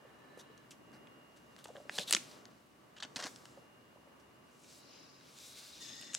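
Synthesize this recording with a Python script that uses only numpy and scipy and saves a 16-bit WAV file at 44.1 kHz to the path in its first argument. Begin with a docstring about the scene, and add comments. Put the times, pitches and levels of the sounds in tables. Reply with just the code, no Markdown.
"""A quiet room: close to a phone, two hands open a soft plastic sleeve and slide a card into it.
Creases snap and film scrapes as enveloped stick-slip ticks; rubbing is a longer bed of such ticks.
Ticks also ring the thin air spaces round the card; soft knocks are decaying sines with some noise.
Behind them: filtered noise as room rumble, middle and microphone hiss, and a thin tone drifting in level."""
import sys
import numpy as np
from scipy import signal
from scipy.fft import rfft, irfft, next_fast_len
from scipy.io import wavfile
from scipy.ndimage import uniform_filter1d, map_coordinates

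SR = 44100
rng = np.random.default_rng(int(sys.argv[2]) if len(sys.argv) > 2 else 0)


def wav_out(sig):
    """Save sig, one row per channel (or a flat mono array), as 16-bit PCM at SR to the path in sys.argv[1]."""
    wavfile.write(sys.argv[1], SR, np.round(np.clip(np.atleast_2d(sig).T, -1, 1) * 32767).astype(np.int16))


N = 272626


def undb(db):
    """Amplitude ratio of a level in dB."""
    return 10 ** (np.asarray(db) / 20)


def unit(x):
    """Scale to RMS 1."""
    return x / np.sqrt(np.mean(x ** 2))


def fall60(t, t60_s):
    """Exponential decay, -60 dB at t60_s."""
    return np.exp(-np.log(1000) * t / t60_s)


def curve(table, column, outside):
    """One table column joined linearly over time; a fixed value beyond its ends."""
    points = np.array(table)
    return np.interp(np.arange(N) / SR, points[:, 0], points[:, column], outside, outside)


def swell(start_s, attack_s, hold_s, release_s, db, rest_db):
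    """Level in dB: up from rest, held, back to rest; silent outside."""
    times_s = start_s + np.cumsum([0, attack_s, hold_s, release_s])
    return curve(np.c_[times_s, [rest_db, db, db, rest_db]], column=1, outside=-140)


def colour(x, points):
    """Filter by (frequency [Hz], gain [dB]) points joined on a log-frequency axis."""
    size = next_fast_len(x.shape[-1])
    points_hz, gains_db = np.array(points).T
    hz = np.maximum(np.arange(size // 2 + 1) * SR / size, 1)
    gain = undb(np.interp(np.log(hz), np.log(points_hz), gains_db))
    return irfft(rfft(x, size) * gain, size)[..., :x.shape[-1]]


def ring(x, hz, width_hz):
    """One resonance, gain 1 at the centre."""
    hz = min(hz, .4 * SR)
    return signal.lfilter(*signal.iirpeak(hz, hz / width_hz, SR), x)


def band(x, hz, width_hz):
    """The same resonance twice, at RMS 1."""
    return unit(ring(ring(x, hz, width_hz), hz, width_hz))


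def walk(rate_hz):
    """Random levels, rate_hz a second, joined smoothly; spread near 1."""
    steps = np.repeat(rng.standard_normal(int(N / SR * rate_hz) + 2), 8)
    steps = 1.3 * uniform_filter1d(uniform_filter1d(steps, size=8), size=8)
    return np.interp(np.arange(N) * (8 * rate_hz / SR), np.arange(len(steps)), steps)


def slips(shape, spread_db):
    """Dense stick-slip ticks: most are tiny, a few stand out."""
    return unit(rng.standard_normal(shape) * undb(spread_db * rng.exponential(size=shape)))


def ports(x, pan_db, apart):
    """Two ports hear one sound; a share, scattered by hands and table, arrives differently at each."""
    tap = np.arange(96)
    scatter = rng.standard_normal(96) * np.exp(-tap / 60.0) * (tap > 8)
    side = apart * signal.lfilter(scatter / np.linalg.norm(scatter), [1], x)
    return np.array([(x + side) * undb(pan_db / 2), (x - side) * undb(-pan_db / 2)])


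def add(out, start_s, x):
    """Mix a stereo event into out."""
    i = int(start_s * SR)
    out[:, i:i + x.shape[1]] += x[:, :N - i]


def crinkle(drive, hz, own_db, edge_db, body_db, flap_db):
    """Film answers round the crease's pitch: sharp edge above, sheet body and dull flap below; peak 1."""
    patch_db, patch_width = -10, .09  # width as a share of pitch
    patches_hz = 2500 * 3 ** rng.random(3)  # chance patches of film ring too
    patches = sum(unit(ring(drive, f, patch_width * f)) for f in patches_hz)
    top = band(drive, 4100.0, 6300.0)
    top = top + undb(own_db) * band(drive, hz, 0.42 * hz) + undb(patch_db) * patches
    top = signal.sosfilt(signal.butter(4, 8500., fs=SR, output="sos"), top)
    x = unit(top) + undb(edge_db) * band(drive, 9950.0, 5800.0)
    x = x + undb(body_db) * band(drive, 1603.0, 1100.0) + undb(flap_db) * band(drive, 880.0, 1203.0)
    return x / np.abs(x).max()


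def snaps():
    """Creases buckle: ticks build in under a millisecond, then die away exponentially."""
    # (click time [s], peak [dB], centre [Hz], own pitch [dB], edge [dB], body [dB], flap [dB], t60 [s])
    snap_table = [(0.5774, -48.5, 5450, -18, -17, -20, -25, 0.019),
                  (0.708, -44, 5600, -6, -13, -25, -26, 0.097), (0.716, -46, 2940, 0, -12, -25, -25, 0.03),
                  (0.9186, -55, 6000, -10, -6, -20, -25, 0.0065),
                  (1.072, -48, 2700, 13, -36, -11, -24, .018), (1.5644, -42, 2800, 0, -13, 1, -8, 0.0095),
                  (1.642, -42.5, 7370, -5, -4, -16, -13, .028), (1.683, -43, 6500, -5, -14, -8, -8, .008),
                  (1.7585, -45, 2860, 18, -33, 12, -7, 0.016), (1.767, -40, 3070, 27, -42, 1, -10, 0.0061),
                  (1.8956, -23.5, 2700, 13, -55, 6.5, 2.5, 0.0097),
                  (1.9258, -45, 5000, -5, -15, -20, -20, .01),
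                  (1.9452, -43, 4000, -5, -10, -15, -20, 0.011),
                  (1.9527, -37, 3500, -5, -15, -20, -22, .01),
                  (1.9826, -22.5, 3430, -12, -28, -4, -4, 0.011),
                  (1.9856, -20, 3160, 2, -27, -6, -8, 0.018),
                  (1.995, -26.5, 3570, -3, -12.5, -18, -15, 0.024),
                  (2.004, -32, 4000, -3, -15, -20, -18, .008), (2.078, -35, 3600, 0, -17, -20, -20, .012),
                  (2.089, -37, 3500, -3, -15, -15, -15, 0.01), (2.097, -29, 3970, -3, -10, -12, -8, 0.029),
                  (2.109, -14.5, 7700, 8.5, -12, -15, -18, 0.011),
                  (2.1116, -19.5, 8000, -3, -2, -3, -8, 0.011),
                  (2.1261, -11, 7440, -2, -10, -13, -29, 0.016),
                  (2.135, -12.5, 3960, -9, -24, -20, -18.5, 0.012),
                  (2.1479, -23, 3000, 3, -30, -6, -11, 0.0094),
                  (2.149, -8.5, 5700, -24, -41, -10.5, -18, 0.011),
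                  (2.166, -20, 2500, 6, -18, -5, -13, 0.023), (2.3136, -46, 4440, 0, -27, -7, -2, 0.026),
                  (2.455, -38, 4580, -2, -35, -4, -19, 0.0082),
                  (2.9843, -45, 2890, 9, -31, -7.5, -15, 0.018),
                  (3.0251, -28, 3870, 7, -36, -2.5, -18, 0.018),
                  (3.0308, -33.5, 3030, -2, -33, -23, -11, 0.037),
                  (3.05, -36.5, 2930, -3, -30, -1, 2, 0.026), (3.152, -52, 6000, -5, -12, -20, -20, .008),
                  (3.1600, -24.5, 3900, -2, -30, -18, -25, 0.05),
                  (3.1637, -30, 4500, 1, -25, -10, -22, .025), (3.1682, -29, 4300, -1, -12, -2, -17, 0.027),
                  (3.181, -39, 4000, -7, -22, -6, -15, 0.013), (3.211, -34, 3500, -3, -20, -1, -12, 0.016),
                  (3.2255, -30, 4000, -6, -20, -3, -9, 0.012),
                  (3.2382, -30.5, 3600, 5, -20, -8, -20, 0.021),
                  (3.241, -23.5, 5100, -8, -22, -9, -18, 0.0032),
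                  (3.257, -32, 4500, -6, -17, -7, -7, 0.0072), (3.268, -31, 3500, -1, -20, -1, -2, 0.014),
                  (3.277, -39, 5000, -9, -18, -5, -17, 0.01),
                  (3.3607, -38, 5330, -5, -30, -24, -15, 0.0093),
                  (3.4552, -36.5, 2950, 2, -14, -3.5, -4, 0.013),
                  (4.199, -56, 2840, -9, -12, -10, -10, 0.084), (4.636, -53, 6500, 8, -20, -25, -25, .04),
                  (4.644, -52.5, 2520, 9, -27.5, -15, -15, 0.021),
                  (4.787, -56, 4200, -3, -8, -15, -20, .03), (5.21, -50, 4000, -5, -20, 2, -5, .02),
                  (5.957, -43, 7000, -3, -9, -20.5, -21, .016),
                  (6.0127, -40, 8200, 4, -12, -20, -20, 0.017), (6.025, -41, 2800, 6, -30, -17, -20, 0.011),
                  (6.0325, -39, 2200, -6, -34, -3, -6, 0.014), (6.0447, -39, 5760, 8, -33, -22, -19, 0.012),
                  (6.075, -43, 2700, -6, -20, -4, -16, .01), (6.134, -35, 6900, 0, -28, -12, -30, 0.062),
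                  (6.1441, -25.5, 6700, 13, -21, -32, -32, 0.031),
                  (6.1496, -13.5, 6600, -1, -32, -18, -23, 0.007)]
    rise_s, pan_db, pan_spread_db = .0006, -0.3, 0.5
    out, t = np.zeros((2, N)), np.arange(4400) / SR
    click = np.arange(len(t)) == int(rise_s * SR)
    all_ticks = slips((len(snap_table), len(t)), spread_db=1.88)
    for (click_s, db, *tone, t60_s), ticks in zip(snap_table, all_ticks):
        fall = fall60(t, t60_s) + 0.022 * np.exp(-t / 0.0078)
        # the buckle is one clean click amid rattle
        drive = ticks * fall * np.minimum(t / rise_s, 1) + 5 * click
        pan = pan_db + pan_spread_db * rng.standard_normal()
        add(out, click_s - rise_s, ports(undb(db) * crinkle(drive, *tone), pan, apart=0.078))
    return out


def scrapes():
    """Film on film: short runs of ticks that hold, then stop."""
    # (start [s], peak [dB], centre [Hz], own pitch [dB], edge [dB], body [dB], flap [dB],
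    #  rise [s], length [s])
    scrape_table = [(0.372, -52, 2000, -3, -3, -3, -9, .003, 0.019),
                    (0.386, -44.5, 3600, -7, -11, -7, -6, 0.0091, 0.032),
                    (0.928, -54, 4470, -7, -8, 4, 1, 0.0025, 0.051),
                    (1.361, -53, 4500, -26, -10, -4, -24, 0.0027, 0.026),
                    (1.578, -46, 3430, -3, -11, -2, -14, 0.0047, 0.042),
                    (1.64, -43.5, 7300, 2, -17, -19, -22, .003, 0.015),
                    (1.655, -38.5, 2740, 11, -28, -12, 7.5, 0.0018, 0.0048),
                    (1.666, -46, 6040, -3, -12, -23, 2, 0.0045, 0.032),
                    (1.91, -33, 3800, -22, -9, -25, -13.5, 0.06, 0.105),
                    (2.0017, -32.5, 3800, 4, -15, -31, -28, 0.0071, 0.034),
                    (2.068, -30.5, 3700, 1.5, -12, -20, -20, 0.016, 0.04),
                    (2.964, -48, 2950, 5, -42, -3, -7, 0.0011, 0.025),
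                    (3, -38, 3680, 2, -49, -6.5, -42.5, .002, 0.011),
                    (3.0249, -33.5, 3020, 12, -50, -5, -8.5, 0.0017, 0.02),
                    (3.1582, -27.5, 4100, -9, -22, -3, -1.5, 0.0022, 0.027),
                    (3.1882, -26.5, 2850, -8, -21, -4, 1.5, 0.0024, 0.029),
                    (3.2249, -30, 4300, -17, -29, -3.5, 0.5, .003, 0.029),
                    (3.2552, -32, 4840, -23, -14, -3.5, 1.5, 0.0025, 0.03)]
    out, t = np.zeros((2, N)), np.arange(4400) / SR
    all_ticks = slips((len(scrape_table), len(t)), spread_db=3.3)
    for (start_s, db, *tone, rise_s, length_s), ticks in zip(scrape_table, all_ticks):
        shape = np.minimum(t / max(rise_s, 1 / SR), 1) * np.exp(-(t / length_s) ** 3)
        add(out, start_s, ports(undb(db) * crinkle(ticks * shape, *tone), pan_db=0.46, apart=0.05))
    return out


def rubbing():
    """Card and fingers drag on film in ticks; its patches, as bands of wavering level, ring in turn."""
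    # finger strokes: (start [s], attack [s], hold [s], release [s], level [dB], treble share [dB])
    strokes = [(1.31, 0.51, 0.0083, 0.042, -73, -4), (1.84, 0.08, 0.16, 0.021, -60.5, -7.5),
               (2.092, 0.0084, 0.011, 0.53, -52.5, -8), (3.075, 0.23, 0.011, 0.35, -64, -2.5)]
    # the card slides in: (time [s], level [dB], treble share [dB])
    slide = [(4.42, -91.5, -2.5), (4.53, -79.5, -1), (4.62, -74, -2.5), (4.68, -65.5, -5),
             (4.73, -67, -4.5), (4.79, -67.5, -0.5), (4.84, -79, -1), (4.94, -59, -30), (5.12, -71, -22),
             (5.28, -64, -9), (5.37, -59.5, -5), (5.47, -59, -2.5), (5.6, -54.5, -6.5), (5.7, -57.5, -3),
             (5.78, -57, -8.5), (5.82, -58.5, -3.5), (5.9, -58, -11.5), (6.0, -68, -8), (6.05, -64, -18),
             (6.18, -64, -8)]
    # rubbed film: (frequency [Hz], spectral density [dB per Hz])
    film = [(880, -42.5), (1500, -7), (1910, -14.5), (2160, -5), (3150, -5), (3750, -1), (4720, -3),
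            (5610, -2.5), (9180, -9.5), (15000, -21)]
    touch_db = -81.5  # level at which a stroke starts and ends
    usual_treble_db = -6.5  # treble share at usual contact
    ticks = unit(colour(slips(N, spread_db=2.3), film)) * undb(walk(32) + 0.87 * walk(7.5))
    # the strongest contact of the moment sets level and brightness
    stroke_levels = [swell(*s[:-1], touch_db) for s in strokes]
    levels_db = np.array(stroke_levels + [curve(slide, column=1, outside=-140)])
    trebles_db = [np.full(N, s[-1]) for s in strokes] + [curve(slide, column=2, outside=0)]
    treble_db = np.choose(levels_db.argmax(axis=0), trebles_db) * 1.
    treble_db = uniform_filter1d(treble_db, size=900)
    x, below = 0, 0
    for hz in 2200 * 2 ** np.arange(0, 3.1, 1 / 3):
        under = colour(ticks, [(.9 * hz, 0), (1.25 * hz, -30)])
        reach = np.clip(np.log2(hz / 3600.0), 0, 1.2)  # how far treble acts on this band
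        patch_db = 1.6 * walk(16)
        x = x + (under - below) * undb(patch_db + (treble_db - usual_treble_db) * reach)
        below = under
    return ports(undb(levels_db.max(axis=0)) * x, pan_db=0.5, apart=0.24)


def hollow(level_db, modes, pan_db, apart, low_db=0, glide=0):
    """Ticks ring a thin air space; as its shape changes, the modes waver apart in pitch and level."""
    skirt_db, waver_share = -1.5, .009
    ticks, x, on = slips(N, spread_db=2), np.zeros(N), level_db > -120
    for hz, width_hz, db in modes:
        core = band(ticks[on], hz, 2.4 * width_hz)
        skirt = unit(ring(ticks[on], hz, 200 + 6 * width_hz))
        mode = core + undb(skirt_db) * skirt
        # varying read speed bends the mode's pitch
        speed = 1 + glide + waver_share * walk(14)
        mode = map_coordinates(mode, [np.cumsum(speed[on])], mode="mirror")
        mode_db = db + walk(30) + walk(7) + low_db * (1000 < hz < 2200)
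        x[on] += undb(mode_db)[on] * mode
    x[on] = unit(x[on])
    return ports(x * undb(level_db), pan_db, apart)


def push():
    """The last shove: the card's edges ring the shrinking air pocket, from a sudden start."""
    # air pocket before glide: (frequency [Hz], width [Hz], level [dB])
    pocket = [(258, 45, -5.5), (1838, 32, -4.5), (1946, 45, -6.5), (2800, 150, -8), (3600, 65, 3),
              (3970, 39, -2), (4740, 33, -0.5), (5130, 60, 2.5), (5700, 85, -6.5), (6600, 130, 0),
              (7700, 250, -7)]
    start_s, attack_s, start_db, sag_db_per_s = 5.8, 0.016, -51, 15  # the push tires
    low_start_db, low_end_db, fills_s = -5, 3.5, 0.2  # modes near 2 kHz come up
    # the pocket starts tight: modes fall by this share, then creep up
    fall_share, fall_s, rise_share_per_s = 0.041, 0.0247, 0.0607
    since = np.maximum(np.arange(N) / SR - start_s, 1e-9)
    attack_db = 20 * np.log10(np.minimum(since / attack_s, 1))
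    level_db = start_db - sag_db_per_s * since + attack_db
    low_db = low_start_db + (low_end_db - low_start_db) * np.minimum(since / fills_s, 1)
    glide = fall_share * np.exp(-since / fall_s) + rise_share_per_s * (since - fills_s)
    return hollow(level_db, pocket, 2.9, 0.65, low_db, glide)


def entry():
    """The corner slips in: the open sleeve rings, its modes sinking as the card enters."""
    # open sleeve, pitch as at 5 s: (frequency [Hz], width [Hz], level [dB])
    mouth = [(2700, 160, -3), (3910, 96, 0), (4310, 75, -1), (4560, 80, -2), (5170, 120, 0),
             (5630, 110, -1), (6200, 110, -2.5), (6900, 200, -11)]
    sink_share_per_s = .05
    level_db = swell(start_s=4.68, attack_s=.27, hold_s=.02, release_s=.33, db=-63, rest_db=-73.5)
    glide = sink_share_per_s * (5 - np.arange(N) / SR)
    return hollow(level_db, mouth, pan_db=3.7, apart=0.74, glide=glide)


def half_way():
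    """With the card half way in, the gap between card and film rings."""
    # gap: (frequency [Hz], width [Hz], level [dB])
    gap = [(3620, 190, 4), (3850, 53, 4), (4280, 190, -1.5), (5690, 240, -6), (6290, 230, -13),
           (6840, 82, -15), (6660, 44, -4), (7000, 57, -15), (7610, 210, -11)]
    level_db = swell(start_s=5.36, attack_s=0.28, hold_s=0.028, release_s=0.22, db=-63, rest_db=-64)
    return hollow(level_db, gap, pan_db=1.5, apart=0.66)


def lying_card():
    """The air under the card lying on the film rings."""
    # air under the card: (frequency [Hz], width [Hz], level [dB])
    lying = [(1746, 37, -1.5), (2840, 60, -6.5), (3970, 50, -11)]
    level_db = swell(start_s=0.0067, attack_s=0.043, hold_s=0.56, release_s=.1, db=-70, rest_db=-78)
    return hollow(level_db, lying, pan_db=0.37, apart=0.67)


def knocks():
    """A soft fingertip push rings the bending card, a little roughly: sine plus narrow noise."""
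    # (middle of rise [s], peak [dB], pitch [Hz])
    knock_table = [(0.05, -51.5, 524), (0.374, -44, 500), (0.499, -49.5, 465), (1.688, -45.5, 714),
                   (1.701, -44.5, 505), (1.713, -54, 560), (1.753, -41, 605), (1.771, -46, 541),
                   (1.78, -49, 555), (1.79, -55, 563), (1.801, -43, 595), (1.816, -54.5, 594),
                   (1.854, -50.5, 560), (1.938, -52.5, 560), (1.951, -52, 610), (1.988, -39, 472),
                   (1.989, -43, 194), (1.999, -38.5, 595), (2.012, -47.5, 507), (2.128, -42, 305),
                   (2.137, -41.5, 396), (2.147, -40.5, 213), (2.168, -43, 305), (3.05, -47.5, 254),
                   (3.162, -43, 269), (3.167, -52, 143), (3.249, -41, 282), (3.574, -46.5, 542),
                   (3.958, -52, 570), (3.97, -56, 984), (4.07, -53.5, 557)]
    rise_s, t60_s = 0.0037, 0.046
    out, t = np.zeros((2, N)), np.arange(4000) / SR
    shape = np.minimum(t / rise_s, 1) ** 2 * fall60(t, t60_s)
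    for middle_s, db, hz in knock_table:
        rough = band(rng.standard_normal(len(t)), hz, 0.7 * hz)
        x = shape * (np.sin(2 * np.pi * hz * t) + 0.45 * rough)
        add(out, middle_s - rise_s / 2, undb(db) * np.array([x, x]) / np.abs(x).max())
    return out


def lean_left(near):
    """The hands' treble leans left."""
    # (frequency [Hz], left minus right [dB])
    treble_left = [(5000, 0), (9000, 1.3)]
    left = colour(near[0], [(hz, db / 2) for hz, db in treble_left])
    right = colour(near[1], [(hz, -db / 2) for hz, db in treble_left])
    return np.array([left, right])


def reflections(near):
    """Table and walls return a short tail, a little bright in the treble: decaying noise as impulse response."""
    t = np.arange(SR // 3) / SR
    tail = colour(rng.standard_normal((2, len(t))), [(300, -4.0), (4000, -4.5), (12000, -1.5)])
    tail = tail * fall60(t, 0.25) * (t > .004)
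    tail = tail / np.sqrt(np.sum(tail ** 2, axis=1, keepdims=True))
    return undb(-12.5) * signal.fftconvolve(near, tail, axes=1)[:, :N]


def thin_tone():
    """A sine wavering slightly in pitch and drifting in level, 1.5 rad apart between channels."""
    # (time [s], level [dB])
    tone_levels = [(0, -78), (.15, -88), (.5, -79.5), (.9, -73), (1.35, -72), (1.85, -75.5), (2.4, -78.5),
                   (2.6, -99.5), (3.3, -85), (3.65, -74.5), (4.55, -78), (6.18, -83)]
    centre_hz = 2826
    phase = 2 * np.pi * np.cumsum(centre_hz + 1.74 * walk(14)) / SR
    level_db = curve(tone_levels, column=1, outside=-84) + 1.8 * walk(6.1)
    return np.sqrt(2) * undb(level_db) * np.sin(phase + np.array([[0], [1.5]]))


def room():
    """Noise split into bands: rumble and middle swell and waver; lowest bass and hiss stay steady."""
    # left-right likeness: (frequency [Hz], correlation [0-1])
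    likeness = [(60, 0.97), (250, 0.55), (1000, 0), (8000, 0.3)]
    # noise spectrum: (frequency [Hz], spectral density [dB per Hz])
    spectrum = [(18, -60.5), (30, -27), (97, -11.5), (123, -4), (156, -7), (182, -4.5), (263, -2),
                (410, -6), (575, -8.5), (691, -10), (970, -9.5), (2690, -18), (2910, -13.5), (3150, -20.5),
                (15500, -32)]
    # favoured modes: (frequency [Hz], width [Hz], added level [dB])
    room_modes = [(68.5, 10, 11), (140, 25, -6), (591, 57, -3), (1142, 40, 0.5)]
    # swell: (time [s], level change [dB])
    room_swell = [(0.0, 1.5), (0.34, 4), (0.64, -1.5), (0.95, 2.5), (1.26, -1), (1.55, 0.5), (2.05, 4),
                  (2.41, 1), (2.63, -6), (2.99, -0.5), (3.2, 6), (3.35, 5.5), (3.67, -2), (4.75, -2),
                  (5.85, -3), (6.06, -1), (6.18, -2)]
    rumble_db, middle_db, steady_db = -65.5, -63.5, -63.0
    middle_follows, rumble_waver_db = 0.58, 1.8  # share of the swell; spread
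    mid, side = rng.standard_normal((2, N))
    hz, alike = np.transpose(likeness)
    alike = np.clip(alike, 0, .99)
    mid = colour(mid, np.c_[hz, 10 * np.log10(1 + alike)])
    side = colour(side, np.c_[hz, 10 * np.log10(1 - alike)])
    air = colour(np.array([mid + side, mid - side]), spectrum)
    air = unit(air + sum(undb(db) * ring(air, f, width_hz) for f, width_hz, db in room_modes))
    under_90, under_330, under_1900 = [
        colour(air, [(f, 0), (2 * f, -24), (4 * f, -60)]) for f in (90, 330, 1900)]
    swell_db = curve(room_swell, column=1, outside=0)
    rumble_level_db = rumble_db + swell_db + rumble_waver_db * walk(3.45)
    middle_level_db = middle_db + middle_follows * swell_db + walk(5.7)
    rumble = unit(under_330 - under_90) * undb(rumble_level_db)
    middle = unit(under_1900 - under_330) * undb(middle_level_db)
    steady = (under_90 + air - under_1900) * undb(steady_db)
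    return rumble + middle + steady


def scene():
    """Hands, sleeve and card with their reflections, over the room and the tone."""
    film = snaps() + scrapes() + rubbing()
    air_spaces = push() + entry() + half_way() + lying_card()
    near = lean_left(film + air_spaces + knocks())
    return near + reflections(near) + room() + thin_tone()


def record(dry):
    """Thins the lowest bass and ends the treble steeply near 16 kHz."""
    low_cut_hz, top_hz = 65.6, 15900
    thin = signal.sosfilt(signal.butter(2, low_cut_hz, "high", fs=SR, output="sos"), dry)
    return signal.sosfilt(signal.ellip(10, .2, 70, top_hz, fs=SR, output="sos"), thin)


dry = scene()
out = record(dry)
wav_out(out)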